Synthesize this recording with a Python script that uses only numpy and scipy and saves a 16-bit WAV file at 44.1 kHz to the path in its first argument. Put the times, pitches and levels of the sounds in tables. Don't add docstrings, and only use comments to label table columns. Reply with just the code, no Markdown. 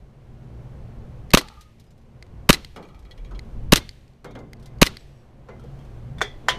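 import sys
import numpy as np
from scipy import signal
from scipy.io import wavfile

SR = 44100
rng = np.random.default_rng(int(sys.argv[2]) if len(sys.argv) > 2 else 0)


def master(y):
    cut = np.clip(np.atleast_2d(y).T, -1, 1)
    pcm = np.round(cut * 32767)
    wavfile.write(sys.argv[1], SR, pcm.astype(np.int16))


def decibels_to_gain(level_db):
    exponent = np.asarray(level_db, float) / 20
    return 10 ** exponent


N = 290178


def rms_one(x):
    return x / np.sqrt(np.mean(x ** 2) + 1e-20)


def at_hz(points, hz):
    table = np.array(points)
    return np.interp(np.log(hz), np.log(table[:, 0]), table[:, 1])


def in_time(rows):
    s, *columns = np.transpose(rows)
    return [np.interp(np.arange(N) / SR, s, c) for c in columns]


def clicks(rows, db):
    out = np.full(N, 1e-18)
    out[(np.array(rows)[:, 0] * SR).astype(int)] = decibels_to_gain(db)
    return out


def band(x, low_hz, high_hz):
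    return signal.sosfilt(signal.butter(2, [low_hz, high_hz], "band", fs=SR, output="sos"), x)


def flicker(rate):
    r = np.exp(-2 * np.pi * rate / SR)
    wander = signal.lfilter([1], [1, -2 * r, r * r], rng.standard_normal(N + SR))
    return rms_one(wander[SR:])


EDGES = 100 * 2 ** np.arange(0, 7.6, .5)


def coloured(spectrum, shape):
    white = rng.standard_normal((2, N))
    mids = np.sqrt(EDGES[1:] * EDGES[:-1])
    gains = decibels_to_gain(at_hz(spectrum, mids))
    gains = gains / np.sqrt(np.sum(gains ** 2 * np.diff(EDGES)) / (SR / 2))
    used = [k for k in range(len(mids)) if gains[k] > gains.max() / 300]
    return sum(gains[k] * band(white[k % 2] * shape(mids[k]), EDGES[k], EDGES[k + 1]) for k in used)


def puffs(rows, db, spectrum, t60s):
    starts = clicks(rows, db)

    def dying(hz):
        return signal.lfilter([1], [1, -decibels_to_gain(-60 / (at_hz(t60s, hz) * SR))], starts)

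    return coloured(spectrum, dying)


def struck(rows, db, modes, spread_db, contact_s=0):
    out, luck = 0, rng.standard_normal((len(rows), len(modes)))
    fade = decibels_to_gain(-60 / (contact_s * SR + 1e-9))
    for k, (hz, mode_db, t60) in enumerate(modes):
        r, w = decibels_to_gain(-60 / (t60 * SR)), 2 * np.pi * hz / SR
        hits = clicks(rows, db + mode_db + spread_db * luck[:, k])
        if contact_s:
            hits = signal.lfilter([np.sqrt(1 - fade ** 2)], [1, -fade], hits) * rng.standard_normal(N)
        out = out + signal.lfilter([0, np.sin(w)], [1, -2 * r * np.cos(w), r * r], hits)
    return out


def wavering(modes, strikes):
    out = np.zeros(N + SR)
    place = np.linspace(-2, 2, 9)
    all_lucks = rng.uniform(-0.79, 1, (len(strikes), len(modes), 9))
    for (s, db, near_hz, loss_db), lucks in zip(strikes, all_lucks):
        i = round(s * SR)
        for (hz, width_hz, mode_db, t60), luck in zip(modes, lucks):
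            level_db = db + mode_db - loss_db * np.log2(hz / near_hz) ** 2
            if level_db < -80:
                continue
            age = np.arange(int(t60 * SR * (level_db + 90) / 60)) / SR
            cluster = hz + width_hz * (place + luck / 4)
            sines = np.sin(2 * np.pi * cluster[:, None] * age + luck[::-1, None])
            tone = np.exp(-place ** 2 / 2) / 2 @ sines
            onset = -np.expm1(-age / 0.00098)
            out[i:i + len(age)] += tone * decibels_to_gain(level_db - 60 * age / t60) * onset
    return out[:N]


# start in seconds, strength in dB
SHOTS = [
    (1.3360, 0),
    (2.4920, 0),
    (3.7224, 0),
    (4.8162, 0),
]
EARLIER_SHOT_S, DUCK_DB = -0.38, -8.5
DUCK_ATTACK_S, DUCK_HOLD_S, RECOVER_S = 0.15, 0.37, 0.48


def ducking():
    shape = np.cumsum([0, DUCK_ATTACK_S, DUCK_HOLD_S, RECOVER_S])
    starts = [EARLIER_SHOT_S] + [s for s, db in SHOTS]
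    t = np.arange(N) / SR
    return np.min([np.interp(t, s + shape, [0, DUCK_DB, DUCK_DB, 0]) for s in starts], axis=0)


# time in seconds, level in dB
GUSTS = [(0, -44.5), (.14, -46), (.38, -44), (.6, -50), (.79, -42.5), (1.23, -42), (1.61, -49),
         (1.76, -46.5), (1.96, -52), (2.46, -42), (3.0, -46), (3.26, -44), (3.74, -34.5), (4.13, -49.5),
         (4.99, -42.5), (5.31, -49), (5.68, -44), (6.58, -43.5)]
# time in seconds, engine drone in dB, traffic in dB,
# tyre hiss change in dB
ROAD = [(0, -39.5, -45.5, 2), (.6, -41.5, -48, 0.5), (1.3, -44.5, -48.5, 0.5), (1.65, -47, -51, 4),
        (1.8, -42.5, -50, -1.5), (2.3, -46.5, -51, -2), (3.2, -43.5, -45, 2.5), (3.6, -41.5, -49, 1.5),
        (4.1, -43.5, -49.5, -6), (4.4, -42, -49.5, -1.5), (5.3, -43.5, -44.5, -1), (5.7, -39, -46, 3.5),
        (5.95, -46.5, -48.5, 2), (6.2, -35.5, -46, 1), (6.4, -48.5, -48.5, 3), (6.58, -37.5, -36, 5)]
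# pitch in Hz, width in Hz, level in dB
DRONE = [(57, 9.2, -2.5), (116, 4.2, -2), (136.14, 7, -2), (172.7, 14, -10.5), (227.1, 7.2, -9.5),
         (126, 34, -7), (214, 60, -10)]
# frequency in Hz, level in dB per Hz
TRAFFIC = [(150, -32), (260, -1.5), (459, -3), (505, -5), (874, -10.5), (1310, -17.5), (2500, -28.5),
           (3250, -63.5), (5500, -120)]
# frequency in Hz, level in dB per Hz
HISS = [(1180, -26.5), (2000, 1), (4230, -7.5), (4990, -9), (14700, -21.5), (15600, -24.5), (16000, -43)]
WIND_DUCKS, DRONE_DUCKS, HISS_DUCKS = 0.42, 1.2, 0.66
HISS_DB, FAR_WASH_DB, FAR_WASH_T60_S = -65, -56, 1.4


def air():
    duck_db = ducking()
    (wind_db,), (drone_db, traffic_db, tyre_db) = in_time(GUSTS), in_time(ROAD)
    wind = rms_one(band(rng.standard_normal(N), 6.1, 77))
    wind = wind * decibels_to_gain(wind_db + WIND_DUCKS * duck_db + 2.0 * flicker(8.1) + 2.0)
    drone = 0
    for hz, width, db in DRONE:
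        line = band(rng.standard_normal(N), hz - width / 2, hz + width / 2)
        drone = drone + decibels_to_gain(db) * rms_one(line)
    drone = drone * decibels_to_gain(drone_db + DRONE_DUCKS * duck_db - 2.0)
    traffic = coloured(TRAFFIC, lambda hz: decibels_to_gain(0.5 * flicker(8.1)))
    traffic = traffic * decibels_to_gain(traffic_db + duck_db - 3.0)
    late = clicks([(s + 0.067, db) for s, db in SHOTS], FAR_WASH_DB)
    wash = signal.lfilter([1], [1, -decibels_to_gain(-60 / (FAR_WASH_T60_S * SR))], late)
    steady = decibels_to_gain(HISS_DB + tyre_db + HISS_DUCKS * duck_db - 1.5)
    hiss = coloured(HISS, lambda hz: 1) * np.hypot(steady, wash)
    return wind + drone + traffic + hiss


# start in seconds, level in dB, pitch in Hz, length in seconds
BUFFETS = [
    (3.018, -36, 46.3, 0.07),
    (3.172, -28.5, 37.7, 0.098),
    (3.276, -29, 44.2, 0.12),
    (3.404, -34, 55.6, 0.049),
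    (3.493, -31, 43.2, .12),
    (3.646, -33.5, 40, 0.12),
]


def buffets():
    out = np.zeros(N)
    for s, db, hz, length in BUFFETS:
        age, i = np.arange(int(length * SR)) / SR, round(s * SR)
        sway = np.sin(2 * np.pi * hz * age + rng.uniform(0, 2 * np.pi))
        out[i:i + len(age)] += decibels_to_gain(db) * np.sin(np.pi * age / length) * sway
    return out


# frequency in Hz, level in dB per Hz
JET = [(400, -4), (600, -11.5), (1000, -6.5), (3000, -8), (5000, -14), (8000, -20.5), (12000, -21),
       (14500, -20.5), (16500, -30.5)]
# frequency in Hz, level in dB per Hz
YARD = [(88, -29.5), (150, 0.5), (475, -6), (555, -10.5), (1290, -4), (1420, -16.5), (3620, -15.5),
        (14800, -48), (16000, -57.5)]
# frequency in Hz, t60 in seconds
YARD_T60 = [(200, 0.42), (1000, 0.24), (4000, 0.52), (14000, .2)]


def yard():
    early = [(s + 0.016, db) for s, db in SHOTS]
    late = [(s + 0.037, db) for s, db in SHOTS]
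    first = puffs(early, -21.5, JET, [(300, 0.013), (3000, 0.094), (14000, 0.069)])
    return first + puffs(late, -34.5, YARD, YARD_T60)


# start in seconds, peak in dB
THUDS = [
    (2.762, -27.5),
    (3.311, -35),
    (4.245, -27),
    (4.352, -29),
    (5.488, -30),
    (5.641, -49),
]
# frequency in Hz, level in dB per Hz
THUD = [(88, -40.5), (150, -1), (231, -1.5), (470, -3), (1220, -11), (1500, -12), (2130, -22),
        (6000, -33.5), (7800, -67), (13200, -120)]
# pitch in Hz, width in Hz, level in dB, t60 in seconds
PANEL = [(453, 40, -2, .45), (850, 50, -2, .35), (1230, 95, -2, .28), (1950, 60, -8, .15),
         (2320, 85, -6, .17), (2900, 110, -9, .08), (3270, 120, -7, .13), (3850, 110, -9, .07),
         (4200, 120, -4, .06)]
# start in seconds, level in dB, favoured pitch in Hz, loss in dB one octave away
PANEL_STRIKES = [(1.419, -40, 1010, 5.9), (1.5, -44.5, 1010, 7.7), (2.049, -65, 2300, 48),
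                 (2.761, -40.5, 1120, 1.2), (2.827, -46, 2560, 2.3), (2.888, -50, 3300, 13),
                 (2.89, -48, 1240, 27), (2.945, -49, 1870, 3.8), (3.052, -49, 2760, 3.7),
                 (3.111, -40, 4280, 47), (3.177, -47.5, 2700, 18), (3.248, -48, 2610, 12),
                 (3.31, -43.5, 1260, 54), (3.348, -41.5, 3270, 60)]


def bonnet():
    thuds = puffs(THUDS, np.array(THUDS)[:, 1] - 9, THUD, [(200, 0.69), (1000, 0.31), (5000, 0.13)])
    return thuds + wavering(PANEL, PANEL_STRIKES)


# start in seconds, peak in dB
PELLETS = [(1.609, -34), (1.7972, -40.5), (1.8394, -53), (1.8646, -56), (1.9063, -47), (1.978, -51),
           (2.0144, -57), (4.244, -37), (4.597, -47), (4.626, -42.5), (4.658, -36), (5.5957, -47),
           (5.789, -49), (5.8494, -47.5)]
PELLET_RING_DB = -40
# start in seconds, peak in dB, ring share in dB
HOPS = [(1.7844, -62, 8), (2.7599, -36.5, 5), (2.826, -44, -15), (2.8499, -59, 16), (2.873, -57, 8),
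        (2.8865, -51, 1), (2.9453, -48, -8), (2.9914, -45, -10.5), (3.0247, -56, 6), (3.049, -51, 5.5),
        (3.1093, -42.5, 8.5), (3.1762, -46.5, 7), (3.247, -48.5, 10), (3.3099, -48, 8.5), (3.3496, -51, 11),
        (3.4283, -64, 5.5), (3.4472, -57, -1), (4.3083, -46, 8), (4.3515, -51.5, 15), (4.3891, -44.5, 2),
        (5.119, -61, -1), (5.4874, -64, -2.5), (5.6385, -48, -12)]
# pitch in Hz, level in dB, t60 in seconds
CAN = [(1250, -20, .05), (1950, -15, .06), (2250, -14, .07), (2400, -14, .07), (2900, -14, .05),
       (3150, -13, .06), (3350, -13, .06), (3850, -14, .05), (4150, -14, .035), (4400, -15, .035),
       (5100, -17, .03), (5800, -19, .03), (6600, -19, .03)]
# frequency in Hz, level in dB per Hz
BOUNCE = [(1200, -30.5), (2000, -2.5), (3000, -6.5), (4200, 2.5), (7000, -7), (11000, -9), (15000, -17.5),
          (16500, -42)]


def bounces():
    rows = HOPS + [(s, db, PELLET_RING_DB) for s, db in PELLETS]
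    s, db, ring_db = np.transpose(rows)
    cans = struck(rows, db + ring_db - 6, CAN, spread_db=4, contact_s=.05)
    return cans + puffs(rows, db - 13.5, BOUNCE, [(2000, 0.11), (14000, 0.074)])


# pitch in Hz, width in Hz, level in dB, t60 in seconds
TIN = [(465, 16.6, -4.5, 0.23), (1350, 40, 6, 0.25), (3230, 73, -3, 0.29), (3600, 110, -5, 0.52)]
# start in seconds, level in dB, favoured pitch in Hz, loss in dB one octave away
TIN_STRIKES = [(4.247, -57, 1510, 1.3), (4.255, -54, 3400, 30), (4.257, -35, 465, 20), (4.36, -45, 465, 20),
               (4.626, -61.5, 3700, 55), (5.50, -45, 465, 18), (5.595, -59, 1350, 34),
               (5.595, -57, 3180, 230), (5.64, -38, 465, 20), (5.65, -62, 3220, 190),
               (5.79, -57, 3080, 240)]
# pitch in Hz, width in Hz, level in dB, t60 in seconds
RIM = [(5000, 50, 2, 0.15), (7100, 60, -2, .08), (8700, 40, -6, .11)]
# start in seconds, level in dB, favoured pitch in Hz, loss in dB one octave away
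RIM_STRIKES = [
    (1.84, -70, 8700, 99.2),
    (1.865, -67, 5000, 99),
    (1.909, -65, 7100, 99),
]
# start in seconds, #
# level in dB, pitch in Hz, t60 in seconds
PINGS = [(1.572, -51, 1215, 0.21), (1.60, -60, 1250, .3), (1.655, -65, 1240, 0.43), (1.55, -62.5, 1340, .4),
         (4.36, -65, 1400, .5), (6.30, -61, 3430, 0.9), (6.49, -37, 3000, 0.37), (3.805, -56, 2150, 0.46),
         (3.805, -55, 3590, .3), (4.247, -57, 2147, 0.45), (4.30, -65, 2163, 0.46),
         (4.353, -57, 2100, 0.43), (4.40, -63.5, 2070, 0.67), (4.665, -62.5, 2050, 0.22),
         (5.505, -58, 2056, 0.38)]
PING_WIDTH_HZ = 3


def can_rings():
    pings = sum(wavering([(hz, PING_WIDTH_HZ, 0, t60)], [(s, db, hz, 0)]) for s, db, hz, t60 in PINGS)
    return wavering(TIN, TIN_STRIKES) + wavering(RIM, RIM_STRIKES) + pings


# start in seconds, crack in dB
LATCH = [
    (6.1832, -43),
    (6.2084, -38),
    (6.2147, -30),
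    (6.2174, -29),
    (6.4836, -22),
    (6.4855, -27),
    (6.5002, -30),
]
KNOCK_DB = [-42, -24, -9, -14, -24, -4, -20]
# pitch in Hz, level in dB, t60 in seconds
KNOCK = [(1000, -8, .008), (1250, -4, .009), (1500, -1, .013), (1800, -4, .010)]
# frequency in Hz, level in dB per Hz
LATCH_CRACK = [(320, -36), (550, 7), (994, -12), (1280, -7), (1800, -4), (2560, -17), (3490, -20),
               (4020, -9.5), (13900, -29), (16000, -57)]
# pitch in Hz, width in Hz, level in dB, t60 in seconds
CATCH = [(413, 28.5, -6.5, 0.18), (1760, 23, -12, 0.13), (1980, 15.4, -21.5, 0.37), (2290, 33, -16, 0.18),
         (3500, 14, -6.5, 0.15), (3290, 48, -13.5, 0.24), (3430, 68, -18, 0.33), (755, 31.6, -30, 0.65),
         (1071, 30, -30, .2), (4300, 30, -34, .2), (6370, 88, -4, 0.035)]
# start in seconds, level in dB, favoured pitch in Hz, loss in dB one octave away
CATCH_STRIKES = [
    (6.184, -39, 3380, 19.3),
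    (6.217, -18, 3400, 0.088),
]
# pitch in Hz, width in Hz, level in dB, t60 in seconds
MAGAZINE = [(1007, 3, -17, .36), (2019, 4, -20, .25), (1815, 12, -10, .12), (2990, 12, -27, .25),
            (750, 25, -20, .2), (2740, 20, -22, .15), (3165, 20, -15, .14), (3273, 20, -15, .16),
            (3460, 90, -10, .1), (3725, 30, -20, .16), (4183, 30, -25, .2), (4900, 50, -14, .07),
            (5367, 30, -18, .1), (7050, 50, -10, .05)]
# start in seconds, level in dB, favoured pitch in Hz, loss in dB one octave away
MAGAZINE_STRIKES = [
    (6.4859, -13.5, 3300, 0.1),
    (6.4917, -7, 3450, 32),
]


def magazine():
    crack_db = np.array(LATCH)[:, 1]
    knocks = -band(struck(LATCH, np.array(KNOCK_DB), KNOCK, spread_db=1), 600, 3000)
    tail = puffs(LATCH, crack_db - 16.0, LATCH_CRACK, [(500, 0.34), (3000, 0.44), (14000, 0.069)])
    crack_t60 = [(400, 0.042), (2000, 0.15), (6000, 0.086), (14000, 0.045)]
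    crack = puffs(LATCH, crack_db, LATCH_CRACK, crack_t60)
    rings = wavering(CATCH, CATCH_STRIKES) + wavering(MAGAZINE, MAGAZINE_STRIKES)
    return knocks + tail + crack + rings


# start in seconds, peak in dB, low ring in dB
TRIGGER = [(1.3054, -20, -6), (1.3150, -24, -6), (1.4764, -36, -6), (1.4850, -23, -14), (1.5419, -45, -3),
           (2.2254, -27, 0), (2.2662, -48, -3), (2.6469, -20, -6), (3.3922, -24, 0), (3.8912, -21, -7),
           (3.911, -42, -12), (3.99, -52, -12), (4.0792, -46, -12), (4.1346, -52, -12), (4.5327, -26, 0),
           (4.5694, -50, -8), (4.7855, -42, -3), (4.905, -40, -8), (4.958, -44, 3), (4.9693, -22, -4),
           (5.007, -42, -8)]
# pitch in Hz, level in dB, t60 in seconds
SEAR = [(2600, -10, .006), (3200, -7, .006), (4200, -1, .008), (4600, -1, .009), (5200, -8, .006),
        (6600, -9, .007), (7600, -12, .006), (9000, -11, .006)]
# pitch in Hz, width in Hz, level in dB, t60 in seconds
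SPRING = [(4700, 4, -7, 2.2), (5200, 6, -4, 1.0), (5600, 5, -1, 1.3), (7750, 5, -1, 1.0)]
# start in seconds, level in dB, favoured pitch in Hz, loss in dB one octave away
SPRING_STRIKES = [
    (4.99, -70, 5500, 1),
]


def trigger():
    s, db, low_db = np.transpose(TRIGGER)
    low = struck(TRIGGER, db + low_db - 9, [(2080, 0, .018)], spread_db=0)
    sear = struck(TRIGGER, db - 9, SEAR, spread_db=1, contact_s=.012)
    tick = puffs(TRIGGER, db - 10, BOUNCE, [(2000, 0.0035), (14000, 0.0011)])
    return low + sear + tick + wavering(SPRING, SPRING_STRIKES)


# start in
# seconds, # peak in dB, low share in dB
SLAMS = [(1.3723, 1, -0.5), (1.38, -11.5, -3.5), (1.3895, -19, -28.5), (1.411, -24, -2.5), (2.528, -4, -21),
         (2.5365, -12.5, -25.5), (2.5456, -22, -8.5), (3.7576, 0, -23.5), (3.769, -11, -27.5),
         (3.7755, -17, -9.5), (4.2438, -36, -1.5), (4.3512, -43, 2), (4.8394, -22.5, -12),
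         (4.848, -24, -14.5), (4.856, -16, -21.5), (4.8635, -8.5, -22.5), (4.8704, -32.5, -18),
         (5.4866, -51.5, 17.5)]
# frequency in Hz, level in dB per Hz
SLAM = [(180, -36), (300, -1.5), (667, -21), (1690, -4.5), (2000, -7), (3190, -7), (4020, -2.5), (5340, -8),
        (12500, -16), (16000, -25)]
# frequency in Hz, t60 in seconds
CRACK_T60 = [(400, 0.039), (4000, 0.018), (14000, .012)]
# frequency in Hz, t60 in seconds
SLAM_T60 = [(400, 0.11), (1500, 0.05), (4000, 0.055), (14000, 0.05)]
# pitch in Hz, width in Hz, level in dB, t60 in seconds
SLIDE_BODY = [(2020, 30, -3.5, 0.042), (2780, 230, 1.5, .015), (4100, 120, -0.5, 0.027),
              (5070, 74, -7.5, 0.023), (6660, 160, -1, 0.0063)]
# start in seconds, level in dB, favoured pitch in Hz, loss in dB one octave away
SLIDE_STRIKES = [(1.3757, -21.5, 3710, 12), (1.382, -18, 3320, 6), (1.388, -16, 4100, 10),
                 (1.4060, -32.5, 4300, 40), (1.4125, -33, 2800, 40), (2.5290, -14.5, 4010, 12),
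                 (2.5388, -15.5, 3725, 12), (2.5443, -18, 3730, 8), (2.5695, -36, 2500, 30),
                 (3.7576, -12, 5860, 12), (3.7690, -20.5, 3500, 6), (3.7760, -19, 3010, 5),
                 (4.8480, -28.5, 3000, 30), (4.8640, -24, 3300, 6), (4.87, -16.5, 3460, 5)]


def slide():
    s, db, low_db = np.transpose(SLAMS)
    low_modes = [(640, -3.5, .014), (1100.0, -3.0, 0.014), (1350, -7.5, 0.008)]   # Hz, dB, t60 s
    knock = struck(SLAMS, db + low_db, low_modes, spread_db=2.0)
    crack = puffs(SLAMS, db - 10.5, SLAM, CRACK_T60) + puffs(SLAMS, db - 15.5, SLAM, SLAM_T60)
    return np.roll(crack + knock, round(.0006 * SR)) + wavering(SLIDE_BODY, SLIDE_STRIKES)


# delay in seconds, rise in seconds, t60 in seconds, end in seconds
JETS = [
    (-.0030, .0040, .5, .0028),
    (.0028, .0008, .5, .0057),
    (.0057, .0003, .02, .0072),
    (.0072, .0008, .03, .0090),
    (.0112, .0004, .028, .0158),
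]
JET_DB = [-0.5, -7.5, -6, -9.5, -0.5]
# delay in seconds, strength in full scales,
# length in seconds
PUSHES = [
    (.0025, -.8, .0037),
    (.0057, .4, .0007),
    (.0062, -.85, .0008),
    (.0069, .9, .0014),
    (.0073, .8, .0010),
    (.0082, -1.3, .0018),
    (.0086, -.8, .0022),
    (.0107, .3, .0030),
    (.0136, .3, .0030),
    (.0160, .2, .0075),
]
# delay in seconds, level in dB
CONTACTS = [(.0009, -2), (.0017, 0), (.0059, 2), (.0083, -3), (.0114, 4), (.0124, -1), (.0133, -4),
            (.0146, -6)]
# pitch in Hz, level in dB, t60 in seconds
VALVE = [(1620, -8, .006), (2850, -2, .008), (3900, -6, .010), (6500, -7, .006)]
# pitch in Hz, level in dB, t60 in seconds
BARREL = [(1140, 0, .012)]
# delay in seconds, level in dB
BARREL_KICKS = [(-.0014, -24), (-.0005, -17), (.0006, -11), (.0015, -17), (.0110, -14), (.0119, -10)]
GAS_LOW_HZ = 1150
REPEAT_SHARE = .45


def blast():
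    gate, swing, age = np.zeros(N), np.zeros(N), np.arange(SR // 5) / SR
    for s, db in SHOTS:
        for (delay, rise, t60, end), jet_db in zip(JETS, JET_DB):
            i = round((s + delay) * SR)
            opening = np.minimum(age / rise, 1) ** 2
            closing = np.clip((end - delay - age) * 2000, 0, 1)
            gate[i:i + len(age)] += decibels_to_gain(jet_db + db - 60 * age / t60) * opening * closing
        for delay, strength, length in PUSHES:
            i = round((s + delay) * SR)
            swing[i:i + len(age)] += strength * decibels_to_gain(db) * np.sin(np.pi * np.minimum(age / length, 1))
    high_pass = signal.butter(4, GAS_LOW_HZ, "high", fs=SR, output="sos")
    gas = signal.sosfilt(high_pass, coloured(JET, lambda hz: gate))
    starts = [round((s - .005) * SR) for s, db in SHOTS]
    first = gas[starts[0]:starts[0] + len(age)].copy()
    for i in starts[1:]:
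        own = gas[i:i + len(age)]
        gas[i:i + len(age)] = np.sqrt(REPEAT_SHARE) * first + np.sqrt(1 - REPEAT_SHARE) * own
    hits = [(s + delay, db + hit_db) for s, db in SHOTS for delay, hit_db in CONTACTS]
    metal = struck(hits, np.array(hits)[:, 1] - 4, VALVE, spread_db=1)
    kicks = [(s + delay, db + kick_db) for s, db in SHOTS for delay, kick_db in BARREL_KICKS]
    barrel = struck(kicks, np.array(kicks)[:, 1], BARREL, spread_db=.7)
    return swing + gas + metal + barrel


def scene():
    behind = air() + buffets() + yard()
    car = bonnet() + bounces() + can_rings()
    pistol = magazine() + trigger() + slide() + blast()
    return (behind + car + pistol)[None]


def band_limit(x):
    return signal.sosfilt(signal.butter(12, 16440, fs=SR, output="sos"), x)


def record(dry):
    clipped = .88 * dry / (1 + np.abs(dry) ** 6) ** (1 / 6)
    low_pass = signal.cheby2(14, 80, 16300, fs=SR, output="sos")
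    mix = signal.sosfilt(low_pass, clipped)
    return band_limit(mix)


dry = scene()
out = record(dry)
master(out)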